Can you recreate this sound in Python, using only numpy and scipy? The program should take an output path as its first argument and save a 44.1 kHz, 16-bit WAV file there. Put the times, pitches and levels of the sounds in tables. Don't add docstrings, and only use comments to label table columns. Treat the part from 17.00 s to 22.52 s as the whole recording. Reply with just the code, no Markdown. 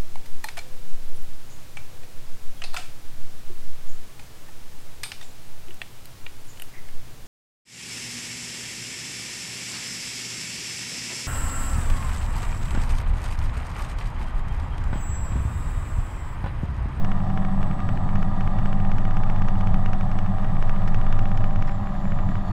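import sys
import numpy as np
from scipy import signal
from scipy.fft import rfft, irfft
from scipy.io import wavfile
from scipy.ndimage import uniform_filter1d

SR = 44100
rng = np.random.default_rng(int(sys.argv[2]) if len(sys.argv) > 2 else 0)


def put_to_file(sound):
    columns = np.atleast_2d(sound).T
    safe = np.clip(columns, -1, 1)
    whole_steps = np.round(safe * 32767)
    wavfile.write(sys.argv[1], SR, whole_steps.astype(np.int16))


N = 243431
TIME = np.arange(N) / SR
FREQS = np.fft.rfftfreq(N, 1 / SR)

# rate_hz, first_peak_s
SHOES, JOLTS, THROB = (3.94, .135), (8.01, .054), (6.33, .046)
SURGE_AT_CYCLES, SURGE_LAG_CYCLES = -.24, .142

# frequency_hz, gain_db
HISS_EQ = [(1000, 4.5), (2500, -3.5), (3600, 7.5), (3950, 3), (4500, 1), (4900, -1), (6000, -4),
           (7000, -5.5), (8500, -11.5), (13000, -19), (15500, -27.5)]
SCRAPE_EQ = [(700, -26), (1800, 12), (3500, -4), (4800, -5), (5450, 2), (6100, -15), (7600, -2),
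             (8600, -21), (15000, -33)]
THUD_EQ = [(70, -21), (130, 1.5), (200, -0.5), (260, -10.5), (340, -1.5), (450, -6), (650, -3),
           (1200, -28.5), (2000, -49), (5000, -68.5)]
KNOCK_EQ = [(100, -8.5), (400, 5), (800, -6), (1350, 2), (1950, -2.5), (3000, -23.5), (3900, -35.5),
            (5000, -25), (5700, -30.5), (6600, -25.5), (7800, -46), (15000, -61.5)]
PANEL_EQ = [(60, 0.5), (125, 3.5), (150, 7.5), (168, -2.5), (182, 11), (205, 7.5), (222, -5.5), (290, -9),
            (350, -17), (450, -45.5), (600, -21.5), (1500, -70)]
BOOM_EQ = [(15, -13.5), (28, -2), (40, -1), (54, -1), (72, -22), (88, 2), (110, 2), (120, -6), (132, -17),
           (200, -39), (400, -85)]
RATTLE_EQ = [(200, 0), (520, -7.5), (575, -4.5), (630, 6.5), (665, 1), (730, 8), (820, 0), (900, -3.5),
             (965, 0), (1120, 0.5), (1215, -0.5), (1350, -4), (1500, -14.5), (1650, -5.5), (1890, -8.5),
             (2030, -15), (3600, -25), (4200, -42.5)]

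# time_s, pitch_hz, level_db
TURBO = [(0, 7910, -68), (.4, 7900, -66.5), (.65, 8010, -63), (1, 7867, -65.5), (2, 7780, -68.5),
         (3.55, 7930, -68), (4.4, 7660, -68.5), (4.55, 7440, -69), (5, 7290, -64), (5.35, 7320, -63.5),
         (5.52, 7100, -71)]
# time_s, pitch_hz, level_db
SQUEAL = [(5.15, 4560, -88), (5.21, 4555, -78), (5.33, 4545, -80), (5.42, 4505, -79), (5.46, 4480, -65),
          (5.52, 4470, -66)]
# start_s, length_s, level_db
GRITTY_BURSTS = [(1.984, .008, -54), (3.88, .009, -47), (4.669, .024, -49), (4.7, .025, -58)]
# pitch_hz, width_hz, gain_db
PLATE_MODES = [(567, 4.9, -7.5), (962, 27, 0.5), (1209, 59, 6.5), (1907, 36, -7.5), (3560, 18, -13.5),
               (4450, 160, -25)]
# time_s, level_db
PLATE_LEVEL = [(0, -50), (.6, -56), (.85, -45.5), (1.6, -44.5), (1.8, -49.5), (2.4, -45), (3.1, -52.5),
               (4.1, -46.5), (4.8, -55), (5.52, -48)]
# time_s, level_db
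GEAR_LEVEL = [(0, -51.5), (2.5, -46.5), (3.5, -48.5), (4.4, -59.5), (5.52, -48.5)]
# time_s, crankshaft_rpm, whine_hz
SPEED = [(0, 1949, 772.6), (.5, 1928, 765), (.75, 1959.5, 773.3), (2.55, 1956.5, 772), (2.7, 1952, 764),
         (3, 1947, 763.2), (3.5, 1956, 776.7), (4, 1967, 784.3), (4.8, 1991.5, 790.5), (5.52, 1940, 771.5)]
# time_s, main_mesh_db, lower_mesh_db
WHINE = [(0, -46.5, -56.5), (.45, -43.5, -58), (.75, -47, -53.5), (2, -46.5, -52.5), (2.8, -43.5, -53.5),
         (3.4, -47.5, -57), (3.7, -47.5, -50), (4.5, -43.5, -49), (4.92, -48.5, -51), (5.1, -50.5, -49),
         (5.52, -51.5, -68)]
# pitch_hz, gain_db, t60_s
FITTING_MODES = [(1300, -8.5, 0.005), (1930, -22.5, 0.029), (2190, -14.5, 0.016), (2627, -20, 0.017),
                 (2882, -20.5, 0.028), (3320, -24, 0.015), (3637, -30, 0.018), (4560, -40.5, 0.035),
                 (5390, -37.5, 0.024), (6040, -38, 0.018)]
# start_s, strength_db, brightness_db
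KNOCKS = [(0.0458, -27.5, -21), (0.1155, -25.5, -26.5), (0.201, -32.5, -40), (0.3002, -31, -28),
          (0.3738, -25, -33.5), (0.448, -27, -29), (0.6279, -25.5, -24.5), (0.7103, -29.5, -34),
          (0.802, -29.5, -26), (0.8884, -25, -25.5), (0.9725, -30, -31), (1.089, -29, -37),
          (1.1552, -27.5, -22), (1.2265, -26.5, -24.5), (1.407, -26, -26), (1.474, -26.5, -30),
          (1.586, -29, -23), (1.6566, -25.5, -28), (1.7274, -26.5, -29), (1.7996, -29, -32),
          (1.8484, -29.5, -28), (1.9152, -25.5, -25), (1.982, -27, -22), (2.0512, -27.5, -27),
          (2.108, -29, -27), (2.168, -26, -23.5), (2.234, -26, -26.5), (2.2976, -26, -26), (2.36, -29, -26),
          (2.419, -26, -24.5), (2.4836, -25.5, -21.5), (2.5532, -31, -39), (2.608, -29.5, -25),
          (2.6703, -27.5, -23), (2.742, -25, -24), (2.8586, -24, -27), (2.9313, -25.5, -22),
          (3.0085, -29, -24), (3.114, -30, -23), (3.1869, -25.5, -23.5), (3.2608, -31.5, -28),
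          (3.383, -32, -31), (3.4445, -29, -27.5), (3.5657, -31.5, -30), (3.6243, -23.5, -25.5),
          (3.6936, -23.5, -25.5), (3.7602, -30.5, -29), (3.8192, -34, -31), (3.8752, -27.5, -22),
          (3.9436, -25, -19.5), (4.0122, -28.5, -28), (4.065, -28.5, -28), (4.1248, -24, -21.5),
          (4.1901, -25, -23.5), (4.254, -28, -27), (4.3146, -29.5, -28), (4.373, -28, -18.5),
          (4.44, -25.5, -26.5), (4.5073, -33, -40), (4.558, -28, -25.5), (4.6227, -26, -24),
          (4.693, -28, -35), (4.87, -31, -38), (5.0527, -31.5, -46), (5.119, -27.5, -36),
          (5.187, -28.5, -37.5), (5.2881, -30.5, -33), (5.353, -26, -36)]
# time_s, level_db
PANEL_LEVEL = [(0, -31.5), (.6, -34), (1.3, -31.5), (2.7, -33), (3.7, -34.5), (4.7, -34.5), (5.25, -32.5)]
# time_s, level_db
BOOM_LEVEL = [(0, -38.5), (1, -33.5), (2.2, -34.5), (3.6, -32.5), (4.9, -32.5), (5.52, -31.5)]
# centre_s, change_db
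LUMPS = [(.48, -13), (.7, 7.5), (.94, 11.5), (1.45, -1), (1.6, 5.5), (2.07, -12), (2.27, -1.5), (2.57, -1),
         (2.73, 14.5), (3.04, 5), (3.92, -0.5), (4.111, 0), (4.59, 1), (5.14, 0), (5.31, 4)]
# time_s, level_db
SWING_LEVEL = [(0, -16.5), (.3, -23), (.65, -18.5), (.8, -26.5), (1.15, -17.5), (1.4, -21), (1.9, -16.5),
               (2.6, -17.5), (3.2, -19), (4.1, -15.5), (4.65, -18), (4.85, -26), (5.17, -18), (5.52, -27)]
# order, level_db
ORDERS = [(2, -33), (5, -45), (7, -38.5), (9, -35.5), (10, -43.5), (11, -40), (13, -51), (14, -45.5),
          (15, -56), (16, -51.5), (17, -57.5), (18, -62.5), (19, -51.5), (20, -61), (23, -58), (27, -68.5),
          (35, -58.5), (36, -58), (39, -56.5), (44, -55.5), (59, -69), (61, -53), (67, -57), (73, -58.5),
          (74, -62.5), (118, -63.5)]
# order, share_db_per_db
LOAD_SHARE = [(7, 0), (9, 1), (14, 1.8), (19, 1.2), (27, 0)]
# time_s, firing_db, octave_db, exhaust_rise_db
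DRONE = [(0, -35, -33.5, 1), (.3, -29, -32.5, -0.5), (.55, -35, -29, 0.5), (.8, -33, -40, 1),
         (1.05, -29.5, -36, -0.5), (1.55, -29, -33.5, -0.5), (2, -28.5, -35, 0.5), (2.65, -28, -36, -3),
         (2.95, -31, -35, -1.5), (3.25, -29, -33.5, -0.5), (3.65, -32.5, -38, -2.5), (4.1, -29, -37, -2.5),
         (4.6, -29, -44, 1), (4.8, -43, -43.5, -4.5), (5.05, -42.5, -34, -2.5), (5.35, -30, -35, -5),
         (5.52, -38.5, -35.5, 0)]


def amp(db):
    return 10 ** (np.asarray(db) / 20)


def unit(x):
    return x / np.sqrt(np.mean(x ** 2) + 1e-20)


def follow(rows):
    times, *columns = np.transpose(rows)
    return [np.interp(TIME, times, column) for column in columns]


def gain_at(eq, hz):
    points_hz, db = np.transpose(eq)
    return amp(np.interp(np.log(hz + 1), np.log(points_hz), db))


def tint(x, eq):
    return unit(irfft(rfft(x) * gain_at(eq, FREQS), N))


def drift(hz):
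    return unit(irfft(rfft(rng.standard_normal(N)) / (1 + (FREQS / hz) ** 4), N))


def minimum_phase(gain):
    log_gain = np.log(np.concatenate([gain, gain[-2:0:-1]]))
    return gain * np.exp(-1j * signal.hilbert(log_gain).imag[:len(gain)])


def click(eq, size=2048):
    pulse = irfft(minimum_phase(gain_at(eq, np.fft.rfftfreq(size, 1 / SR))))
    return pulse / abs(pulse).max()


def add(mix, start_s, sound):
    part = mix[max(round(start_s * SR), 0):][:len(sound)]
    part += sound[:len(part)]


def tone(turns):
    return np.sqrt(2) * np.sin(2 * np.pi * (turns + rng.random()))


def beat(rate_hz, first_peak_s):
    return np.cos(2 * np.pi * (TIME - first_peak_s) * rate_hz)


def chug(cycles, order):
    return np.cos(2 * np.pi * (cycles - SURGE_AT_CYCLES - SURGE_LAG_CYCLES * (order - 6)))


def engine_tone(cycles, order):
    lag = SURGE_AT_CYCLES * order + SURGE_LAG_CYCLES * (order - 6) ** 2 / 2
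    return np.sqrt(2) * np.cos(2 * np.pi * (order * cycles - lag))


def hiss(swing, level_db=-59, depth_db=.4, flutter_db=.95):
    air = rng.standard_normal(N) * amp(depth_db * swing + flutter_db * drift(30))
    return amp(level_db) * tint(air, HISS_EQ)


def turbo(trim_db=-4.5, lower_db=-1, waver_db=3, jitter_hz=24):
    hz, db = follow(TURBO)
    upper, lower = (
        amp(waver_db * drift(20)) * tone(np.cumsum(hz * ratio + jitter_hz * drift(110)) / SR)
        for ratio in (1, .98))
    return amp(db + trim_db) * unit(upper + amp(lower_db) * lower)


def squeal(jitter_hz=5):
    hz, db = follow(SQUEAL)
    gate = TIME > SQUEAL[0][0]
    return amp(db) * gate * tone(np.cumsum(hz + jitter_hz * drift(52.4)) / SR)


def gritty_bursts(grit_db=4):
    pressure = np.zeros(N)
    for start_s, length_s, db in GRITTY_BURSTS:
        add(pressure, start_s, amp(db) * signal.windows.tukey(round(length_s * SR), .3))
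    return pressure * tint(rng.standard_normal(N) * amp(grit_db * drift(410)), SCRAPE_EQ)


def plates():
    response = sum(amp(db) / (1 + (2 * (FREQS - hz) / width) ** 2) for hz, width, db in PLATE_MODES)
    (level_db,) = follow(PLATE_LEVEL)
    return amp(level_db) * unit(irfft(rfft(rng.standard_normal(N)) * response, N))


def timing_gear(cycles, order=52.15, trim_db=-.8, waver_db=3.1, flutter_db=2):
    (db,) = follow(GEAR_LEVEL)
    return amp(db + trim_db + waver_db * drift(5.8) + flutter_db * drift(35)) * tone(order * cycles)


def transmission(trim_db=.8, upper_db=-56, waver_db=.9, flutter_db=1.74, jitter_hz=2.1, sway_hz=2):
    _, hz = follow(SPEED)
    main_db, lower_db = follow(WHINE)
    turns = np.cumsum(hz + jitter_hz * drift(23.1) + sway_hz * beat(*SHOES)) / SR
    meshes = [(1, main_db + trim_db), (.729, lower_db), (1.25, upper_db)]
    return sum(amp(db + waver_db * drift(3.9) + flutter_db * drift(46)) * tone(ratio * turns)
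               for ratio, db in meshes)


def mount_thuds(swing, swing_db, level_db=-27):
    bottoms = signal.find_peaks(-swing)[0]
    blows = np.zeros(N)
    blows[bottoms] = amp(swing_db[bottoms] - swing_db.max()) * rng.uniform(.7, 1, len(bottoms))
    return amp(level_db) * signal.oaconvolve(blows, click(THUD_EQ))[:N]


def fitting_knocks(trim_db=3, ring_db=2.5, vary_db=2, detune=.015, lag_s=.001391, neutral_db=-27.5):
    out, tick = np.zeros(N), click(KNOCK_EQ)
    t, freqs = np.arange(len(tick)) / SR, np.fft.rfftfreq(len(tick), 1 / SR)
    treble_bell = np.exp(-(np.log((freqs + 1) / 5800) / .59) ** 2)
    for start_s, strength_db, brightness_db in KNOCKS:
        shift, share = rng.standard_normal((2, len(FITTING_MODES)))
        modes = []
        for k, (hz, db, t60_s) in enumerate(FITTING_MODES):
            decay = amp(db - 60 * t / t60_s)
            modes.append((-1) ** k * decay * np.sin(2 * np.pi * hz * (1 + detune * shift[k]) * t))
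        blow = tick + amp(ring_db + vary_db * share) @ np.array(modes)
        edge = minimum_phase(amp(treble_bell * (brightness_db - neutral_db)))
        add(out, start_s + lag_s, amp(strength_db + trim_db) * irfft(rfft(blow) * edge))
    return out


def panels(swing, cycles, boom_db, throb_db=1, jolt_db=1.3, chug_db=.5, boom_share=.69):
    (level_db,) = follow(PANEL_LEVEL)
    pulse_db = throb_db * (2 * swing ** 2 - 1)
    pulse_db += jolt_db * beat(*JOLTS) + chug_db * chug(cycles, order=12) + boom_share * boom_db
    return amp(level_db) * unit(amp(pulse_db) * tint(rng.standard_normal(N), PANEL_EQ))


def boom_level(lump_s=.04):
    (rest_db,) = follow(BOOM_LEVEL)
    return rest_db + sum(db * np.exp(-((TIME - s) / lump_s) ** 2) for s, db in LUMPS)


def cab_boom(cycles, boom_db, chug_db=-.5):
    rumble = rng.standard_normal(N) * amp(chug_db * chug(cycles, order=6))
    return amp(boom_db) * tint(rumble, BOOM_EQ)


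def track_swing(rate_hz=15.8):
    knocks_s = np.array(KNOCKS)[:, 0]
    tops_s = np.concatenate([[knocks_s[0] - 1 / rate_hz], knocks_s, [knocks_s[-1] + 10 / rate_hz]])
    swings_per_gap = np.maximum(np.round(np.diff(tops_s, prepend=tops_s[0]) * rate_hz), 1)
    turns = np.interp(TIME, tops_s, np.cumsum(swings_per_gap))
    return np.cos(2 * np.pi * uniform_filter1d(turns, size=7000))


def swing_level(surge_db=4, range_db=7, surge_s=.095):
    (steady_db,) = follow(SWING_LEVEL)
    hardest_db = max(db for _, db, _ in KNOCKS)
    surges = [(1.5 + (db - hardest_db) / range_db) * np.exp(-((TIME - s) / surge_s) ** 2)
              for s, db, _ in KNOCKS]
    return steady_db + surge_db * np.max(surges, axis=0)


def cab_pressure(swing, swing_db, trim_db=1):
    return amp(swing_db + trim_db) * swing


def engine_rattle(cycles, swing, level_db=-39, load_db_per_hz=.0014, repeat_share=.21):
    one_cycle = irfft(np.exp(2j * np.pi * rng.random(size=1351)))
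    looped = np.interp(cycles, np.linspace(0, 1, len(one_cycle), endpoint=False), one_cycle, period=1)
    clatter = np.sqrt(repeat_share) * unit(looped) + np.sqrt(1 - repeat_share) * rng.standard_normal(N)
    firing = tone(6 * cycles) + tone(12 * cycles)
    crankshaft = tone(2 * cycles)
    pulse_db = .9 * firing + crankshaft + .07 * swing + .46 * beat(*SHOES) + drift(43)
    turbo_hz, _ = follow(TURBO)
    load_db = load_db_per_hz * (turbo_hz - turbo_hz.mean())
    return amp(level_db + load_db) * tint(clatter * amp(pulse_db), RATTLE_EQ)


def engine_drone(cycles, waver_db=1.5, throb_db=1.5, jolt_db=2.5):
    firing_db, octave_db, exhaust_db = follow(DRONE)
    crank = cycles + .0005 * drift(15)
    orders = np.zeros(N)
    for order, db in ORDERS:
        wander_db = waver_db * drift(6) * (order > 2)
        load_db = exhaust_db * np.interp(order, *np.transpose(LOAD_SHARE))
        orders += amp(db + wander_db + load_db) * engine_tone(crank, order)
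    firing = amp(firing_db + drift(7) + throb_db * beat(*THROB)) * engine_tone(crank, order=6)
    octave = amp(octave_db + .93 * drift(7.8) + jolt_db * beat(*JOLTS)) * engine_tone(crank, order=12)
    return orders + firing + octave


def scene():
    rpm, _ = follow(SPEED)
    cycles = np.cumsum(rpm + 1.5 * drift(8)) / 120 / SR
    swing, swing_db, boom_db = track_swing(), swing_level(), boom_level()
    engine = engine_drone(cycles) + timing_gear(cycles) + engine_rattle(cycles, swing) + turbo()
    bed = hiss(swing)
    cab = cab_pressure(swing, swing_db) + cab_boom(cycles, boom_db) + panels(swing, cycles, boom_db)
    cab += mount_thuds(swing, swing_db) + plates()
    return (bed + engine + cab + transmission() + gritty_bursts() + squeal() + fitting_knocks())[None]


def record(dry, cutoff_hz=15300):
    faded = dry * signal.windows.tukey(N, .002)
    lowpass = signal.firwin(511, cutoff_hz, window=("kaiser", 9), fs=SR)
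    return signal.oaconvolve(faded, lowpass[None], "same")


dry = scene()
out = record(dry)
put_to_file(out)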